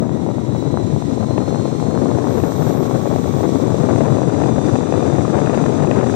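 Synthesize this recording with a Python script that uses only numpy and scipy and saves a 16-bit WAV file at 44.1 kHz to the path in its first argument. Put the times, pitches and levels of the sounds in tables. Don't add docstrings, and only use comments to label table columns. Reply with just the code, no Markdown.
import sys
import numpy as np
from scipy import signal
from scipy.fft import rfft, irfft
from scipy.io import wavfile
from scipy.ndimage import uniform_filter1d, map_coordinates

SR = 44100
rng = np.random.default_rng(int(sys.argv[2]) if len(sys.argv) > 2 else 0)


def put_to_file(sound):
    columns = np.atleast_2d(sound).T
    safe = np.clip(columns, -1, 1)
    whole_steps = np.round(safe * 32767)
    wavfile.write(sys.argv[1], SR, whole_steps.astype(np.int16))


N = 271215
TIME = np.arange(N) / SR
FREQS = np.maximum(np.fft.rfftfreq(N, 1 / SR), 1)

# (time [s], level [dB])
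JET_ENVELOPE = [(0, -22), (.28, -23), (.47, -27), (.76, -21), (.87, -24), (1.16, -23.5), (1.3, -21.5),
                (1.53, -20.5), (1.76, -23.5), (1.98, -18.5), (2.12, -19), (2.42, -17), (2.53, -21),
                (2.62, -19), (2.78, -18.5), (2.85, -21), (2.95, -19.5), (3.14, -19), (3.25, -21.5),
                (3.38, -20), (3.45, -17.5), (3.51, -20.5), (3.555, -17.5), (3.68, -20), (3.79, -19.5),
                (3.9, -16.5), (4, -16.5), (4.15, -18), (4.42, -17), (4.54, -18), (4.62, -17), (4.83, -19),
                (4.95, -17), (5.15, -18), (5.57, -15.5), (5.67, -16), (5.8, -18), (5.93, -16), (6.15, -19)]
# (frequency [Hz], density [dB per Hz])
BUFFET_SPECTRUM = [(20, -19), (43, -76), (65, -46), (95, -37), (145, -36.5), (195, -40.5), (260, -37),
                   (420, -43), (700, -51.5), (1100, -61), (1600, -70), (2400, -81), (4000, -90),
                   (9000, -125)]
# (frequency [Hz], left [dB per Hz], right [dB per Hz])
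RUSH_SPECTRUM = [(100, -83, -90), (350, -63, -77), (574, -68, -89), (975, -72, -78.5), (1610, -89.5, -80.5),
                 (3040, -81, -84), (3740, -81, -78.5), (4660, -83, -88), (6650, -78.5, -78.5),
                 (8550, -86.5, -86.5), (9030, -86.5, -89.5), (10600, -101, -101), (11800, -101, -103),
                 (15500, -108, -116)]
# (time [s], gain [dB])
HISS_ENVELOPE = [(0, -7.5), (.4, -6.5), (.9, -4), (1.4, -2.5), (1.7, -1.5), (2, -1.4), (2.4, 0.2),
                 (2.75, 0.8), (2.785, -6), (2.83, 0.5), (2.9, -0.5), (3.8, 0.7), (4.45, -0.6), (4.65, 2.5),
                 (4.9, -0.3), (5.3, 1), (5.45, 0.5), (5.6, 1.5), (5.9, -1), (6, 0), (6.15, 3.5)]
# (delay [s], gain [ratio])
RIGHT_PATHS = [(.00083, .33), (.00037, .16), (.00024, .16)]
# (centre [Hz], width [Hz], left
# [dB], right [dB])
HISS_EQ_EARLY = [(1310, 160, 0, 5), (1910, 260, 5, 9), (2280, 220, 4, 2), (2600, 200, 0, -3),
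                 (3050, 300, -3, 0), (3500, 350, 2, 3), (4020, 380, 7, 5), (4600, 220, 1, 5),
                 (4930, 350, -3, -1), (5500, 380, 5, 3), (6340, 200, 1, 4), (7050, 250, 2, 2),
                 (7700, 250, -1, -3), (8380, 400, 1, 6), (10300, 280, -6, -7), (13200, 1300, 11, 4),
                 (15300, 1400, 3, 3)]
# (centre [Hz], width [Hz], left [dB], right [dB])
HISS_EQ_LATE = [(1890, 280, 4, 8), (2230, 200, 0, -3), (2450, 300, 4, 2), (3080, 250, -2, -1),
                (3600, 200, 3, 4), (3990, 220, 4, 7), (4350, 220, -3, -4), (4650, 200, 7, 2),
                (5070, 200, -2, -3), (5740, 200, 6, 3), (6330, 280, 0, 6), (7100, 280, 4, 1),
                (7450, 180, 0, 3), (8170, 240, 0, 6), (8950, 300, 2, 3), (10280, 250, -4, -6),
                (10600, 450, 2, 6), (13250, 900, 3, 0)]
# (time [s], lift [0-1])
HAND_LIFT = [(0, 0.06), (3.5, 0.07), (4.4, 1), (6.15, 1)]
# (start [s], added speed [turns/s], length [s])
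SPEED_SURGES = [(0.293, 5.821, 0.702), (0.976, 7.348, 0.668), (1.829, 7.155, 0.652), (2.535, 4.846, 0.636),
                (3.387, 4.763, 0.535), (4.066, 5.139, 0.604), (4.866, 5.078, 0.553), (5.645, 6.721, 0.418)]
# (order [cycles/turn], left [dB], right [dB], change from slowest to fastest [dB], waver [0-1])
ROTOR_TONES = [(6, -56, -48, 0, .16), (12, -61, -63, 4, .45), (13, -69, -68, -15, .3),
               (18, -69, -68.5, 4, .3), (24, -63, -68.5, -7, .27), (25, -74, -77.5, -10, .3),
               (30, -69, -72, 10, .55), (36, -68, -70, 0, .55), (48, -73, -79, 0, .55),
               (72, -76.8, -87.5, -7.5, .15), (80, -104, -113, -6, .35), (96, -74, -85, -6, .25)]
# (centre [Hz], width [Hz], left [dB], right [dB])
HOUSING_RESONANCES = [(972, 45, 10, 3), (1015, 45, 5, 3), (1055, 70, 6.5, 7.5), (1118, 52, 10, 9.5),
                      (1210, 90, 3, 7.3), (1280, 60, 3, 5), (1930, 70, 3, 10), (2050, 110, 1, 6),
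                      (2250, 120, 7, 0), (2425, 110, 6.5, 0), (3400, 200, 8, 9), (3608, 105, 18, 16),
                      (3725, 80, 6, 10), (3928, 66, 12.5, 8), (3981, 42, 10.5, 7), (4090, 100, 13.5, 9),
                      (4205, 150, 10.3, 14), (11800, 700, 2, 3), (13440, 870, 23.5, 19),
                      (13150, 260, 11, 14), (14280, 320, 6, 3), (15680, 170, 7, 14)]
# (order [cycles/turn], below it left [dB], below it right [dB])
WHISTLE_SIDEBANDS = [(68, 26, 25), (74, 24, 8), (76, 26, 14)]
# (time [s], knock level [dB], pitch [Hz], cavity ring level [dB])
HARD_EDDIES = [(0.0246, -2, 330.0, -46.0), (0.0938, -4.5, 430.0, -37.0), (0.2641, -4, 352, -40.0),
               (0.2898, -0.5, 332, -37.0), (0.3835, -5.5, 380.0, -45.0), (0.55, -6, 430.0, -46.0),
               (0.626, -3, 330.0, -42.0), (0.7425, 0, 322, -41.0), (0.7735, 0.5, 530.0, -46.0),
               (0.8005, -5.5, 330.0, -41.0), (0.9027, -12, 330.0, -37.0), (0.963, -2, 330.0, -46.0),
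               (1.0235, -5, 430.0, -36), (1.309, -1, 332, -44.0), (1.3776, -7.5, 330.0, -24.5),
               (1.381, 3, 397, -25), (1.4782, -2.5, 374, -38), (1.527, -1, 330.0, -36),
               (1.547, -1.5, 400.0, -31), (1.5592, -6, 490.0, -46.0), (1.6559, 0, 350.0, -38.0),
               (1.8005, -9, 600.0, -40), (1.8268, -3, 330.0, -46.0), (1.976, -2.5, 530.0, -46.0),
               (2.0583, -2, 440, -40.0), (2.1754, -4, 352, -46.0), (2.186, 1, 350.0, -33),
               (2.2149, -10.5, 400.0, -46.0), (2.2713, 1, 430.0, -39), (2.4017, -10, 490.0, -28),
               (2.4374, 0, 354, -23.0), (2.4817, -6, 490.0, -46.0), (2.6114, -3.0, 430.0, -42.0),
               (2.6474, -12, 380.0, -38), (2.807, -1, 350.0, -46.0), (2.9115, -0.5, 430.0, -46.0),
               (2.9446, -3, 395, -39), (3.0574, -1.5, 348, -45.0), (3.1138, 0, 400.0, -46.0),
               (3.1619, 3, 382, -42), (3.3392, -4.5, 430.0, -43.0), (3.4317, -1, 431, -37.0),
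               (3.4927, 1, 335, -46.0), (3.5584, -1.5, 407, -38.0), (3.6004, -3, 400.0, -40.0),
               (3.7446, 2.5, 330.0, -33.0), (3.8894, -2.0, 406, -37.0), (3.9292, -3, 460.0, -46.0),
               (3.9609, 2, 460.0, -42), (4.008, -1, 430.0, -46.0), (4.1243, -2, 460.0, -46.0),
               (4.187, 1, 382, -40.0), (4.2184, 1.5, 380.0, -46.0), (4.438, -1, 400.0, -24),
               (4.583, 3.5, 327, -45.0), (4.756, 1.5, 400.0, -25), (4.7614, 0, 400.0, -30),
               (4.7877, 1.5, 350.0, -46.0), (4.925, 3.5, 350.0, -22.5), (4.94, 3, 400.0, -27.0),
               (5.026, -3.0, 430.0, -28), (5.1844, -5, 560.0, -31), (5.28, -4, 430.0, -29),
               (5.461, -12, 900.0, -22), (5.4963, 3, 330.0, -24), (5.5332, -8, 460.0, -30),
               (5.576, 4.5, 380.0, -36.0), (5.6399, 0, 400.0, -26), (5.6629, -0.5, 600.0, -39.0),
               (5.683, -2, 460.0, -42.0), (5.8731, 1, 330.0, -26), (5.9132, 3, 380.0, -16)]
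# (frequency [Hz], t60 [s])
CAVITY_MODES = [(1850, 0.014), (2520, 0.011)]
# (time [s], level [dB])
PUFFS = [(.145, -42), (.91, -44), (1.13, -47), (1.63, -34), (1.801, -37), (2.26, -38), (2.69, -41),
         (2.91, -42), (3.39, -41), (4.09, -36), (4.3, -39), (4.72, -44), (4.86, -38), (5.39, -40),
         (5.62, -39)]
# (frequency [Hz], relative level [dB])
PUFF_SPECTRUM = [(20, 1.5), (43, -17), (70, -3), (105, 8), (160, -1), (260, -11), (500, -26), (1500, -60)]
# (time [s], level [dB], pitch [Hz])
DEEP_THUMPS = [(0.489, -9.5, 132), (.945, -12, 129), (1.329, -10, 120), (2.139, -7, 132), (2.301, -9, 159),
               (2.401, -23, 149), (2.509, -13, 146), (2.61, -9, 149), (2.944, -11, 141), (4.117, -7, 141),
               (4.284, -8, 147), (4.45, -11, 148), (4.734, -6.5, 134), (4.943, -7, 156), (5.135, -4, 140),
               (5.625, -6.5, 152), (5.811, -7, 146)]


def from_db(db):
    return 10 ** (np.asarray(db) / 20)


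def unit_rms(x):
    return x / np.sqrt(np.mean(x ** 2) + 1e-20)


def envelope(rows):
    return np.interp(TIME, *np.transpose(rows))


def bell(t, half_s):
    return np.exp(-.5 * (t / half_s) ** 2)


def spectrum_db(rows):
    hz, *columns = np.transpose(rows)
    return np.array([np.interp(np.log(FREQS), np.log(hz), column) for column in columns])


def peak_db(hz, width_hz, height_db, at=FREQS):
    return height_db * 2 ** -((2 * (at - hz) / width_hz) ** 2)


def stereo_eq_db(bands, at=FREQS):
    return sum(peak_db(hz, width, np.array([[left], [right]]), at) for hz, width, left, right in bands)


def coloured(density_db, white=None):
    if white is None:
        white = rng.standard_normal((len(density_db), N))
    return irfft(rfft(white) * from_db(density_db) * np.sqrt(SR / 2), N)


def drift(rate_hz):
    coarse_time = TIME[::16]
    count = len(coarse_time)
    hz = np.fft.rfftfreq(count, coarse_time[1])
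    slow = irfft(rfft(rng.standard_normal(count)) / (1 + (hz / rate_hz) ** 2), count)
    return np.interp(TIME, coarse_time, unit_rms(slow))


def rotor_speed(start_hz=160.51, creep_hz_per_s=.668):
    rises = sum(gain * np.sin(np.pi / 2 * np.clip((TIME - s) / length, 0, 1)) ** 2
                for s, gain, length in SPEED_SURGES)
    return start_hz + creep_hz_per_s * TIME + rises


def throttle():
    speed = rotor_speed()
    return (speed - speed.mean()) / np.ptp(speed)


def around_eddies(half_s, lead_s=0):
    swells = sum(bell(TIME - s + lead_s, half_s) for s, *_ in HARD_EDDIES)
    return np.minimum(swells, 1)


def turbulence(large_edge_hz=241, small_db=-.67, large_db=-.5):
    jet_db = envelope(JET_ENVELOPE)
    jet_db -= jet_db.mean()
    flap = np.tanh(drift(rate_hz=24.06))
    cores = around_eddies(half_s=.00198)
    lulls = around_eddies(half_s=.004, lead_s=.00804)
    churn = .45 * np.tanh(.38 * drift(rate_hz=120)) / (1 + 2 * cores + lulls)
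    air_speed = np.exp(churn - .1402 * lulls) * (1 + .0806 * cores)
    air_speed *= from_db(.25 * jet_db + .7347 * flap)
    air_speed /= air_speed.mean()
    density_db = spectrum_db(BUFFET_SPECTRUM)
    small_share = 1 / (1 + (large_edge_hz / FREQS) ** 4)
    small = coloured(density_db + 10 * np.log10(small_share))[0]
    large = coloured(density_db + 10 * np.log10(1 - small_share + 1e-12))[0]
    carried = map_coordinates(small, [np.cumsum(air_speed)], order=3, mode="mirror")
    carried *= air_speed ** .95 * from_db(small_db + .51 * jet_db)
    lumps_db = 1.5 * np.tanh(drift(rate_hz=6.3))
    swell = from_db(large_db + .29 * jet_db + flap + lumps_db)
    swell *= np.exp(1.22 * uniform_filter1d(churn, size=300))
    return (carried + swell * large) * (1 - .077 * cores)


def buffet(crackle_edge_hz=1740, crackle_db=-4.5, crackle_rise_db=11.5):
    pressure = turbulence() + thumps()
    at_port = rfft(pressure) * from_db(peak_db(hz=2400, width_hz=1300, height_db=1.5))
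    fine_share = 1 / (1 + (crackle_edge_hz / FREQS) ** 6)
    body = irfft(at_port * (1 - fine_share), N)
    crackle = irfft(at_port * fine_share, N)
    return body + crackle * from_db(crackle_db + crackle_rise_db * throttle())


def duct_noise(eq_bands):
    direct, diffuse = rfft(rng.standard_normal((2, N)))
    paths = sum(gain * np.exp(-2j * np.pi * FREQS * delay) for delay, gain in RIGHT_PATHS)
    right = paths * direct + np.sqrt(1 - abs(paths) ** 2) * diffuse
    white = irfft(np.array([direct, right]), N)
    return coloured(spectrum_db(RUSH_SPECTRUM) + stereo_eq_db(eq_bands), white)


def duct_hiss(treble_hz=3200, body_follow=.41, flutter_db=.9):
    lift = np.clip(envelope(HAND_LIFT), 0, 1)
    air = np.sqrt(1 - lift) * duct_noise(HISS_EQ_EARLY) + np.sqrt(lift) * duct_noise(HISS_EQ_LATE)
    body = irfft(rfft(air) / (1 + (FREQS / treble_hz) ** 4), N)
    hiss_db = envelope(HISS_ENVELOPE)
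    hiss = body * from_db(body_follow * hiss_db) + (air - body) * from_db(hiss_db)
    return hiss * from_db(flutter_db * drift(rate_hz=22))


def rotor_tone(angle, order, level_db, waver, waver_hz=11, right_lag_s=.0003):
    late_angle = np.interp(TIME - right_lag_s, TIME, angle)
    sides = []
    for phase in (order * angle, order * late_angle):
        in_phase = (1 + waver * drift(waver_hz)) * np.cos(phase)
        quadrature = waver * drift(waver_hz) * np.sin(phase)
        sides.append(unit_rms(in_phase + quadrature))
    return from_db(level_db) * np.array(sides)


def rotor_whine(whistle_order=72, jitter=.0002):
    speed = rotor_speed() * (1 + jitter * drift(rate_hz=20))
    angle = 2 * np.pi * np.cumsum(speed) / SR
    drive = throttle()
    whine, levels_db = 0, {}
    for order, left_db, right_db, change_db, waver in ROTOR_TONES:
        swell_db = stereo_eq_db(HOUSING_RESONANCES, at=order * speed)
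        levels_db[order] = np.array([[left_db], [right_db]]) + change_db * drive + swell_db
        whine += rotor_tone(angle, order, levels_db[order], waver)
    for order, left_db, right_db in WHISTLE_SIDEBANDS:
        sideband_db = levels_db[whistle_order] - [[left_db], [right_db]]
        whine += rotor_tone(angle, order, sideband_db, waver=.25)
    return whine


def knocks(trim_db=-2):
    track = np.zeros(N)
    phases = rng.uniform(0, 2 * np.pi, len(HARD_EDDIES))
    for (s, knock_db, hz, ring_db), phase in zip(HARD_EDDIES, phases):
        near = slice(*np.searchsorted(TIME, [s - .03, s + .03]))
        t = TIME[near] - s
        swing = np.real(np.exp(1j * phase) / (1 - 1j * np.pi * hz * t) ** 3)
        after = np.maximum(t, 0)
        ring = sum(np.sin(2 * np.pi * mode_hz * after) * from_db(-60 * after / t60)
                   for mode_hz, t60 in CAVITY_MODES)
        track[near] += from_db(knock_db + trim_db) * swing + from_db(ring_db) * ring
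    return track


def puffs(half_s=.03, draught_db=-54, draught_swing_db=9):
    swells = sum(from_db(db) * bell(TIME - s, half_s) for s, db in PUFFS)
    draught = from_db(draught_db + draught_swing_db * drift(rate_hz=6))
    rumble = unit_rms(coloured(spectrum_db(PUFF_SPECTRUM))[0])
    return np.hypot(swells, draught) * rumble


def thumps(half_s=.0076):
    phases = rng.uniform(0, 2 * np.pi, len(DEEP_THUMPS))
    return sum(from_db(db) * bell(TIME - s, half_s) * np.cos(2 * np.pi * hz * (TIME - s) + phase)
               for (s, db, hz), phase in zip(DEEP_THUMPS, phases))


def scene():
    wind = np.array([buffet() + knocks(), puffs()])
    return wind + duct_hiss() + rotor_whine()


def record(dry, low_cut_hz=87, high_cut_hz=15750, knee=6):
    low_cut = signal.butter(4, low_cut_hz, "high", fs=SR, output="sos")
    thinned = signal.sosfilt(low_cut, dry)
    rounded = thinned / (1 + abs(thinned) ** knee) ** (1 / knee)
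    high_cut = np.clip((high_cut_hz - FREQS) / 50 + 1, 0, 1)
    return irfft(rfft(rounded) * high_cut, N)


dry = scene()
out = record(dry)
put_to_file(out)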